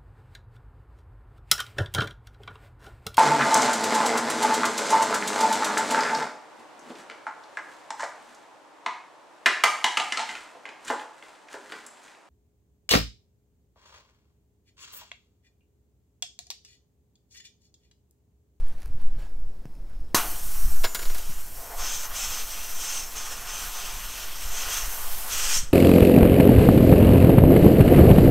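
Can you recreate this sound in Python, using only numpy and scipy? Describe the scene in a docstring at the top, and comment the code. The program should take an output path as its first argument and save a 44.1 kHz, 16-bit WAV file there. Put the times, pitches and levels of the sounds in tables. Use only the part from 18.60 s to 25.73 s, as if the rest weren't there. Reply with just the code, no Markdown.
"""A nail leaves a bicycle tire in a quiet workshop: a pop, then a long jet of hissing air until the hole is plugged.
The hiss is patchy noise; a hand with a tool moves in the jet and adds whistling, breaking and cupped roars.
The nail bounces on the floor as clicks, plate resonances and a thin ring; fingers tick, bump and rub.
Room tone and a decaying room answer surround it all; a hand-held microphone sways and rumbles,
far below the hiss. One microphone feeds both channels."""
import sys
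import numpy as np
from scipy import signal
from scipy.fft import rfft, irfft, next_fast_len
from scipy.io import wavfile
from scipy.ndimage import uniform_filter1d, map_coordinates

SR = 44100
rng = np.random.default_rng(int(sys.argv[2]) if len(sys.argv) > 2 else 0)


def transcribe(signal):
    """Save signal, clipped to [-1, 1], as a 16-bit WAV file at the path in sys.argv[1]."""
    frames = np.atleast_2d(signal).T
    limited = np.clip(frames, -1, 1)
    pcm = np.round(limited * 32767).astype(np.int16)
    wavfile.write(sys.argv[1], SR, pcm)


N = 314433  # length in samples

# The free jet over time: time_s, level_db
JET_LEVEL = [(1.7, -33.5), (1.73, -37.5), (1.98, -38), (2.31, -42.5), (2.87, -43), (3.63, -41),
             (3.75, -40.5), (4.27, -40.5), (4.62, -43.5), (4.92, -43), (5.06, -39), (5.25, -42.5),
             (5.95, -41.5), (6.31, -36), (6.82, -35.5), (6.86, -37), (6.95, -35)]
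# Hand and tool in the jet: time_s, tool_whistle_db, finger_break_db, cupped_roar_db
HAND_LEVEL = [(1.75, -48, -51.5, -51.5), (2.2, -50, -61, -51.5), (2.62, -48.5, -50, -49.5),
              (2.68, -48.5, -52, -51), (2.91, -55, -58.5, -55.5), (3.04, -50.5, -57.5, -44.5),
              (3.15, -53, -59, -40.5), (3.16, -49, -56, -47), (3.21, -40.5, -41, -39),
              (3.27, -36, -39.5, -41.5), (3.35, -36, -40, -43.5), (3.42, -41, -46, -46.5),
              (3.44, -39, -42, -42.5), (3.48, -50, -54, -47), (3.52, -51, -47, -42), (3.56, -37, -40, -42),
              (3.64, -33.5, -38.5, -43.5), (3.69, -38, -43, -45), (3.8, -35.5, -37.5, -42.5),
              (3.85, -43.5, -49.5, -49), (3.95, -43, -42.5, -46), (4.15, -43.5, -47, -48),
              (4.21, -36, -40.5, -44.5), (4.38, -34, -39.5, -43.5), (4.48, -47, -52, -48),
              (4.55, -50, -49, -49.5), (4.57, -37.5, -42, -43.5), (4.85, -46.5, -48, -45),
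              (4.9, -38.5, -41, -44.5), (5.1, -43, -43, -45), (5.19, -40, -40.5, -42.5),
              (5.43, -46.5, -45, -48), (5.5, -43.5, -42.5, -45.5), (5.73, -47, -44.5, -46),
              (5.85, -41.5, -43.5, -46.5), (5.9, -43.5, -45.5, -44.5), (5.98, -35.5, -39, -42),
              (6.08, -42, -39.5, -40), (6.13, -33, -36, -40), (6.37, -46, -47.5, -43.5),
              (6.55, -49, -44.5, -44.5), (6.68, -48.5, -47.5, -42), (6.72, -35, -35, -41),
              (6.89, -28.5, -34, -37.5), (6.92, -28.5, -32.5, -38), (6.95, -26, -33.5, -39.5)]
# First rush of air, one row each for free jet, tool, fingers, cup: level_db, t60_s
FIRST_RUSH = [(-18.5, 0.15), (-19.5, 0.14), (-27, 0.29), (-26, .4)]
RUSH_RISE_S = 0.0021  # time constant of the onset
USUAL_TOOL_DB, JET_BY_TOOL = -40, 0.092  # reference level; dB of free jet per dB of tool


def stream_gains(since_pop_s):
    """Each part of the jet has its steady level plus, in power, a first rush that dies away."""
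    (free_db,), (tool_db, finger_db, cup_db) = curves(JET_LEVEL), curves(HAND_LEVEL)
    free_db = free_db + JET_BY_TOOL * (tool_db - USUAL_TOOL_DB)
    onset = 1 - np.exp(-since_pop_s / RUSH_RISE_S)
    gains = []
    for level_db, (rush_db, t60) in zip([free_db, tool_db, finger_db, cup_db], FIRST_RUSH):
        rush = amp(rush_db - 60 * since_pop_s / t60) * onset
        gains.append(np.hypot(amp(level_db), rush))
    return gains, tool_db


# Relative spectrum of the jet in open air: pitch_hz, density_db (per Hz)
FREE_SPECTRUM = [(880, -49), (1500, -6), (2240, -14.5), (3070, -11), (3460, -18), (3890, -12), (4460, -7.5),
                 (5380, -11), (9150, -1), (12300, 0), (15700, -7)]
# Broad resonances of air over the tool: pitch_hz, width_hz, level_db
TOOL_MODES = [(5463, 1030, 1), (6180, 1340, 3.5), (7130, 1160, 3), (8630, 1460, -5)]
# Resonances of the jet breaking on the fingers: pitch_hz, width_hz, level_db
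FINGER_MODES = [(1880, 360, -10), (2600, 470, -1.5), (3210, 495, 0), (4400, 1700, -6.5)]
# Relative spectrum of the roar in the cupped hand: pitch_hz, density_db (per Hz)
CUP_SPECTRUM = [(250, -20.5), (450, -2.5), (700, -2.5), (1500, -3), (2000, -5), (3000, -15.5)]
# Wandering pitch of the cupped hand: time_s, pitch_hz
CUP_PITCH = [(1.56, 1210), (1.68, 680), (1.8, 1040), (2.85, 1070), (2.96, 700), (3.15, 750), (3.22, 1125),
             (6.25, 1220), (6.6, 950), (6.75, 1380)]
# A dark band wandering through the jet: time_s, pitch_hz, lift_db
DARK_BAND = [(1.5, 10400, -1.5), (2.9, 10600, -6), (3.9, 11250, -6), (4.9, 11000, -5), (5.9, 10100, -5.5),
             (6.5, 9800, -4.5), (7.1, 10400, -3.5)]
# The top of the hiss brightening and dulling: time_s, lift_db
TREBLE_LIFT = [(1.5, 2.5), (2.2, 5.5), (2.9, 3.5), (3.4, 7), (4.8, 3), (5.2, 5), (6.5, 4.5), (7.1, 1)]
# Pitches that the corner of the shop lifts or cuts: pitch_hz
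CORNER_HZ = [716, 866, 998, 1093, 1205, 1445, 1922, 2369, 2880, 3192, 5001, 5211, 5410, 5680, 5798, 5938,
             6207, 6390, 6713, 7090, 7386, 8080]
# Gain of each of those pitches, in the same order: gain_db
CORNER_DB = [5, 1, -3, -0.5, 2, 4.5, 3.5, 3.5, 4, 4.5, 2, 5, 8.5, 7.5, -7, 5, 7, 0.5, 3.5, -11, 3, 7]
WHISTLE_HZ, WHISTLE_DB = 6200, 7.5  # middle and greatest lift of the ridge on the tool's hiss
# The ridge blurs when the tool is deep in the jet, and fades when it is nearly out.
BLURS_OVER_DB, FADES_UNDER_DB, BLUR_PER_DB = -34.5, -45, 0.7
PLUG_S, PLUG_DB_PER_S = 6.976, 293  # the hole is shut
LEFT_DB, LEFT_DB_PER_S = -14.5, 112  # what is left seeps away


def leak():
    """Turbulence of the free jet; tool, fingers and cupped hand standing in it add their own resonances."""
    t, steady = np.arange(N) / SR, np.ones(N)
    (free, tool, fingers, cup), tool_db = stream_gains(np.maximum(t - POP_EVENT[0], 0))
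    (dark_hz, dark_db), (treble_db,), (cup_hz,) = curves(DARK_BAND), curves(TREBLE_LIFT), curves(CUP_PITCH)
    flutter_db = 0.46 * wobble(18) + 0.69 * wobble(50)  # the rubber lips of the hole tremble

    # Moving humps: centre Hz, width in octaves, lift dB
    dark = (dark_hz, .04, dark_db)
    treble = (14000 * steady, .14, treble_db)
    off_db = np.maximum(tool_db - BLURS_OVER_DB, 0) + np.maximum(FADES_UNDER_DB - tool_db, 0)
    ridge_db = np.maximum(WHISTLE_DB - BLUR_PER_DB * off_db, 0)
    ridge = (WHISTLE_HZ + 50 * wobble(4), .032, ridge_db)
    cup_hump = (cup_hz, .55, 8 * steady)

    jet = free * turbulence(colour(FREE_SPECTRUM), patchy_db=1.0, moving=[dark, treble])
    jet += tool * turbulence(resonant(TOOL_MODES), patchy_db=1.6, moving=[dark, ridge])
    jet += fingers * turbulence(resonant(FINGER_MODES), patchy_db=1.0, moving=[dark])
    jet += cup * turbulence(colour(CUP_SPECTRUM), patchy_db=1.0, moving=[cup_hump])

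    shut_s = np.maximum(t - PLUG_S, 0)
    plug_db = np.maximum(-PLUG_DB_PER_S * shut_s, LEFT_DB - LEFT_DB_PER_S * shut_s)
    jet *= amp(flutter_db + plug_db) * (t > POP_EVENT[0])
    return filtered(jet, corner)


def corner(f):
    """The corner of the shop lifts or cuts narrow bands, each 30 Hz wide."""
    return 1 + sum((amp(db) - 1) * 30j * f / (hz * hz - f * f + 30j * f)
                   for hz, db in zip(CORNER_HZ, CORNER_DB))


# Air seeping past the nail before the pop: time_s, level_db
SEEP_LEVEL = [(.3, -76), (.8, -76), (1.25, -77), (1.4, -72), (1.54, -74)]


def seep():
    """Air squeezing past the nail makes a faint narrow hiss around 5200 Hz."""
    level_db, = curves(SEEP_LEVEL, silent=True)
    return amp(level_db) * turbulence(resonant([(5200, 330, 0)]), patchy_db=-1.0)


# The hole opens, one event: start_s, level_db (before colour and a 4.5 dB lift), t60_s
POP_EVENT = (1.5455, -12.5, 0.078)
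# Relative spectrum of the burst: pitch_hz, density_db (per Hz)
POP_SPECTRUM = [(35, -29), (60, -11), (500, 1), (1430, 4), (3370, -21), (3970, 4.5), (5770, -11.5),
                (13300, -13), (15700, -14)]


def pop():
    """The pressure step as the nail leaves: one low push and a wide burst."""
    s, db, t60 = POP_EVENT
    out, t = np.zeros(N), np.arange(SR // 20) / SR
    burst = filtered(puff(t60), colour(POP_SPECTRUM))
    push = np.sin(2 * np.pi * 330 * t) * amp(-60 * t / 0.013)
    add(out, s, amp(db) * burst / amp(-4.5))
    add(out, s, -amp(-8.5) * push)
    return out


# The nail meets the floor, levels before filtering: start_s, click_db, floor_knock_db, nail_ring_db
NAIL_DROPS = [(2.2361, -28, -21, -43), (2.2412, -13.5, -12, -34), (2.248, -21, -14, -41),
              (2.3478, -11, -14.5, -39), (2.3916, -22, -24, -58), (2.417, -24, -29, -44),
              (2.4271, -21, -24, -45), (2.4535, -24, -24.5, -56), (2.4982, -32, -26.5, -60),
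              (2.5465, -21, -25.5, -59), (2.583, -20, -29, -66)]
# Resonances of the floor plate: pitch_hz, width_hz, level_db
FLOOR_MODES = [(435, 310, -2), (740, 120, -1), (967, 87, 0.5), (1430, 79, 3.5), (1650, 100, 1),
               (2190, 200, -1), (2880, 470, -5), (4250, 960, -4.5), (5520, 530, -6.5)]
# The nail's beating pair, relative to its ring level: pitch_hz, level_db, t60_s
NAIL_MODES = [(6998, -1, .75), (7090, -4, .55)]
DROP_T60_S = 0.08  # decay of the noise in click and knock


def nail():
    """Each bounce clicks, knocks the floor plate and rings the nail."""
    clicks, knocks, t = np.zeros(N), np.zeros(N), np.arange(SR) / SR
    for s, click_db, knock_db, ring_db in NAIL_DROPS:
        click = snap(0.0029) + amp(-12.5) * puff(DROP_T60_S)
        ring = sum(amp(ring_db + db - 60 * t / t60) * np.sin(2 * np.pi * hz * t)
                   for hz, db, t60 in NAIL_MODES)
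        add(clicks, s, amp(click_db) * click)
        add(clicks, s, ring)
        add(knocks, s, amp(knock_db) * puff(DROP_T60_S))
    high_pass = lambda f: 1j * f / (4000 + 1j * f)
    return filtered(clicks, high_pass) + filtered(knocks, resonant(FLOOR_MODES))


# Finger and tool ticks, levels before filtering: start_s, bright_db, dull_db
FINGER_TICKS = [(0.085, -32, -44), (0.1361, -41, -48), (0.2034, -41, -38), (0.22, -41, -27),
                (0.2308, -40, -30), (0.2586, -29, -28), (0.2724, -40, -44), (0.2783, -38, -38),
                (0.417, -33, -44), (0.4848, -41, -46), (0.606, -47, -40), (0.6958, -41, -46),
                (1.055, -51, -33), (1.2979, -40, -48)]
FAINT_TICKS, FAINT_DB, FAINT_DULL_DB = 9, -41, -42  # count and levels of randomly placed ticks


def ticks():
    """Fingers on tool and tire: hard contacts ringing a bright and a duller set of resonances."""
    bright, dull = np.zeros(N), np.zeros(N)
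    # Faint ticks fall before the pop, crowded towards the start.
    faint = [(POP_EVENT[0] * u * u, FAINT_DB, FAINT_DULL_DB) for u in rng.random(FAINT_TICKS)]
    for s, bright_db, dull_db in list(FINGER_TICKS) + faint:
        add(bright, s, amp(bright_db) * snap(.006))
        add(dull, s, amp(dull_db) * snap(0.0077))
    bright = filtered(bright, resonant([(10300, 2000, -0.5), (13500, 4000, -10)]))
    dull = filtered(dull, resonant([(1000, 1100, -3), (2400, 600, 3), (5500, 2900, -3.5)]))
    return bright + dull


# Soft bumps, level before the rise: start_s, level_db, pitch_hz, rise_s
SOFT_BUMPS = [(0.35, -22, 90, 0.0037), (1.055, -28, 123, 0.00022), (2.694, -28, 149, 0.0026),
              (6.648, -41, 205, 0.0024), (6.963, -28.5, 138, 0.0017), (7.03, -26, 120, 0.0037)]


def bumps():
    """Each soft bump is a low, softly rising cosine that dies by 60 dB in 36 ms."""
    out, t = np.zeros(N), np.arange(SR // 10) / SR
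    for s, db, hz, rise in SOFT_BUMPS:
        decay = amp(db - 60 * t / 0.036)
        add(out, s, decay * np.cos(2 * np.pi * hz * t) * (1 - np.exp(-t / rise)))
    return out


# Skin and cloth rubbing: start_s, length_s, level_db
RUB_STROKES = [(0.0, 0.13, -59), (0.206, .06, -59.5), (0.39, 0.079, -63.5), (0.595, .04, -54),
               (0.844, .03, -73), (1.047, 0.0065, -74), (1.292, 0.35, -68.5)]
# Relative spectrum of the rubbing: pitch_hz, density_db (per Hz)
CLOTH_SPECTRUM = [(470, 3), (800, 6), (1040, 3), (1710, 2.5), (1840, -1), (2750, -3.5), (15700, -17.5)]
RUB_RISE_DB_PER_S, RUB_FALL_DB_PER_S, RUB_REST_DB = 300, 150, -87


def rubbing():
    """Skin and cloth rustle as uneven noise swelling in strokes, over a rest level until the pop."""
    t = np.arange(N) / SR
    strokes = amp(RUB_REST_DB) * (t < POP_EVENT[0])
    for s, length, db in RUB_STROKES:
        rise_db = RUB_RISE_DB_PER_S * np.maximum(s - t, 0)
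        fall_db = RUB_FALL_DB_PER_S * np.maximum(t - s - length, 0)
        strokes = strokes + amp(db - rise_db - fall_db)
    rustle = turbulence(colour(CLOTH_SPECTRUM), patchy_db=2.5) * amp(1.9 * wobble(90))
    return strokes * rustle


# Handling of the microphone: time_s, sway_db, rumble_db
SHAKE_LEVEL = [(0.0, -12, -40), (0.22, -35, -32), (0.28, -13.5, -34), (0.44, -13, -30), (0.48, -12, -32),
               (0.61, -27.5, -36.5), (0.87, -17, -41), (1.15, -35.5, -43), (2.18, -15.5, -32.5),
               (2.4, -29.5, -46.5), (2.48, -13.5, -37), (3.02, -32.5, -42.5), (5.74, -38, -42),
               (6.03, -24, -42), (6.11, -35, -41), (6.37, -28, -40.5), (6.51, -16.5, -41),
               (6.59, -35, -38.5), (6.91, -20, -36), (7.13, -31.5, -39)]
# Relative spectrum of the sway, before its limit: pitch_hz, density_db (per Hz)
SWAY_SPECTRUM = [(1, -8.5), (3, 8.5), (8, -1.5), (20, -11.5), (30, -54), (100, -160)]
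# Relative spectrum of the rumble: pitch_hz, density_db (per Hz)
RUMBLE_SPECTRUM = [(12, -54), (20, -6.5), (29, -9), (54, -20.5), (300, -47.5), (390, -82), (660, -120)]
FADE_IN_S = .03  # the sway fades in over the first 30 ms


def handling():
    """The hand that holds the microphone sways, never far, and rumbles."""
    sway_db, rumble_db = curves(SHAKE_LEVEL)
    drift = unit(filtered(rng.standard_normal(N), colour(SWAY_SPECTRUM)))
    sway = unit(np.tanh(drift)) * unit(amp(3.2 * wobble(12)))
    sway *= np.minimum(np.arange(N) / SR / FADE_IN_S, 1)
    rumble = unit(amp(3.6 * wobble(14)) * turbulence(colour(RUMBLE_SPECTRUM), patchy_db=-0.9))
    return amp(sway_db) * sway + amp(rumble_db) * rumble


# Decay of the workshop's answer: pitch_hz, t60_s
WORKSHOP_DECAY = [(200, 1), (1200, 0.59), (4000, 0.29), (12000, 0.14)]


def workshop(x):
    """Each frequency of the room's answer dies at its own speed."""
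    hz, t, z = signal.stft(rng.standard_normal(SR // 2), SR, nperseg=256)
    decay = amp(-60 * t / along(WORKSHOP_DECAY, hz)[:, None])
    tail = signal.istft(z * decay, SR, nperseg=256)[1]
    late = np.pad(x, (200, 0))  # the answer comes 200 samples later
    return signal.fftconvolve(late, tail / np.linalg.norm(tail))[:N]


# Relative spectrum of the workshop tone: pitch_hz, density_db (per Hz)
ROOM_SPECTRUM = [(59, -15), (100, -8.5), (219, -6), (270, -6.5), (479, -9.5), (591, -12.5), (3150, -32),
                 (4800, -31.5), (5230, -35), (5930, -33.5), (15700, -35)]
ROOM_TONE_DB = -57.5  # rms


def room_tone():
    """The quiet workshop's background is steady coloured noise."""
    return amp(ROOM_TONE_DB) * turbulence(colour(ROOM_SPECTRUM), patchy_db=0.4)


def turbulence(response, patchy_db, moving=()):
    """Noise of rms 1 with patches of random gain; moving humps are (centre Hz, octaves, dB) curves."""
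    hz, t, z = signal.stft(rng.standard_normal(N), SR, nperseg=512)
    field = uniform_filter1d(rng.standard_normal(z.shape), size=6, axis=0)
    field = uniform_filter1d(field, size=10, axis=1)
    z = z * amp(patchy_db * unit(field))
    frames = np.minimum(t * SR, N - 1).astype(int)
    for centre_hz, width, lift_db in moving:
        z = z * hump(hz[:, None], centre_hz[frames], width, lift_db[frames])
    noise = signal.istft(z, SR, nperseg=512)[1][:N]
    return unit(filtered(noise, response))


def hump(hz, centre_hz, width, lift_db):
    """A rounded rise (or dip) of gain around a centre, width in octaves."""
    octaves = np.log2((hz + 1) / centre_hz)
    return amp(lift_db * np.exp(-(octaves / width) ** 2 / 2))


def puff(t60):
    """A burst of noise that dies away, cut after a quarter second."""
    t = np.arange(SR // 4) / SR
    return rng.standard_normal(len(t)) * amp(-60 * t / max(t60, .001))


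def snap(t60):
    """A hard contact: one sharp swing, then a short crackle."""
    sound = 0.44 * puff(t60)
    sound[:3] = [1, -1, .3]
    return sound


def wobble(rate):
    """A smooth random curve, rate knots a second."""
    knots = rng.standard_normal(int(N * rate / SR) + 4)
    return map_coordinates(knots, [np.arange(N) * rate / SR])


def resonant(modes):
    """The causal response of a set of resonances, alternating in sign."""
    return lambda f: sum((-1) ** k * amp(db) * 1j * f * w / (c * c - f * f + 1j * f * w)
                         for k, (c, w, db) in enumerate(modes))


def colour(points):
    """The gain of a spectrum table."""
    return lambda hz: amp(along(points, hz))


def along(points, hz):
    """Interpolates (Hz, value) points on a log frequency axis."""
    f, v = np.transpose(points)
    return np.interp(np.log(hz + 1), np.log(f + 1), v)


def filtered(x, response):
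    """x times a response of frequency."""
    m = next_fast_len(len(x) + SR // 2)
    return irfft(rfft(x, m) * response(np.fft.rfftfreq(m, 1 / SR)), m)[:len(x)]


def curves(rows, silent=False):
    """One value per sample for each column after the time; -150 dB outside the table if silent."""
    s, *cols = np.transpose(rows)
    edge = -150 if silent else None
    return [np.interp(np.arange(N) / SR, s, c, edge, edge) for c in cols]


def add(track, s, sound):
    """Mixes a sound in at time s."""
    track[round(s * SR):][:len(sound)] += sound


def amp(db):
    """Decibels to gain."""
    return 10 ** (np.asarray(db) / 20)


def unit(x):
    """Scaled to rms 1."""
    return x / np.sqrt(np.mean(x ** 2) + 1e-20)


def scene():
    """Direct sound, the workshop's answer, handling and room tone; one microphone feeds both channels."""
    hits = pop() + nail() + ticks() + bumps() + rubbing()
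    air = leak() + seep()
    answer = workshop(amp(-17.5) * hits + amp(-12.5) * air)
    mono = hits + air + answer + handling() + room_tone()
    return np.array([mono, mono])


TOP_HZ = 15780  # middle of the 120 Hz wide slope at the band limit


def record(dry):
    """Nothing is kept above the band limit."""
    edge = lambda hz: np.clip((TOP_HZ - hz) / 120 + .5, 0, 1) ** 2
    return np.array([filtered(side, edge) for side in dry])


dry = scene()
out = record(dry)
transcribe(out)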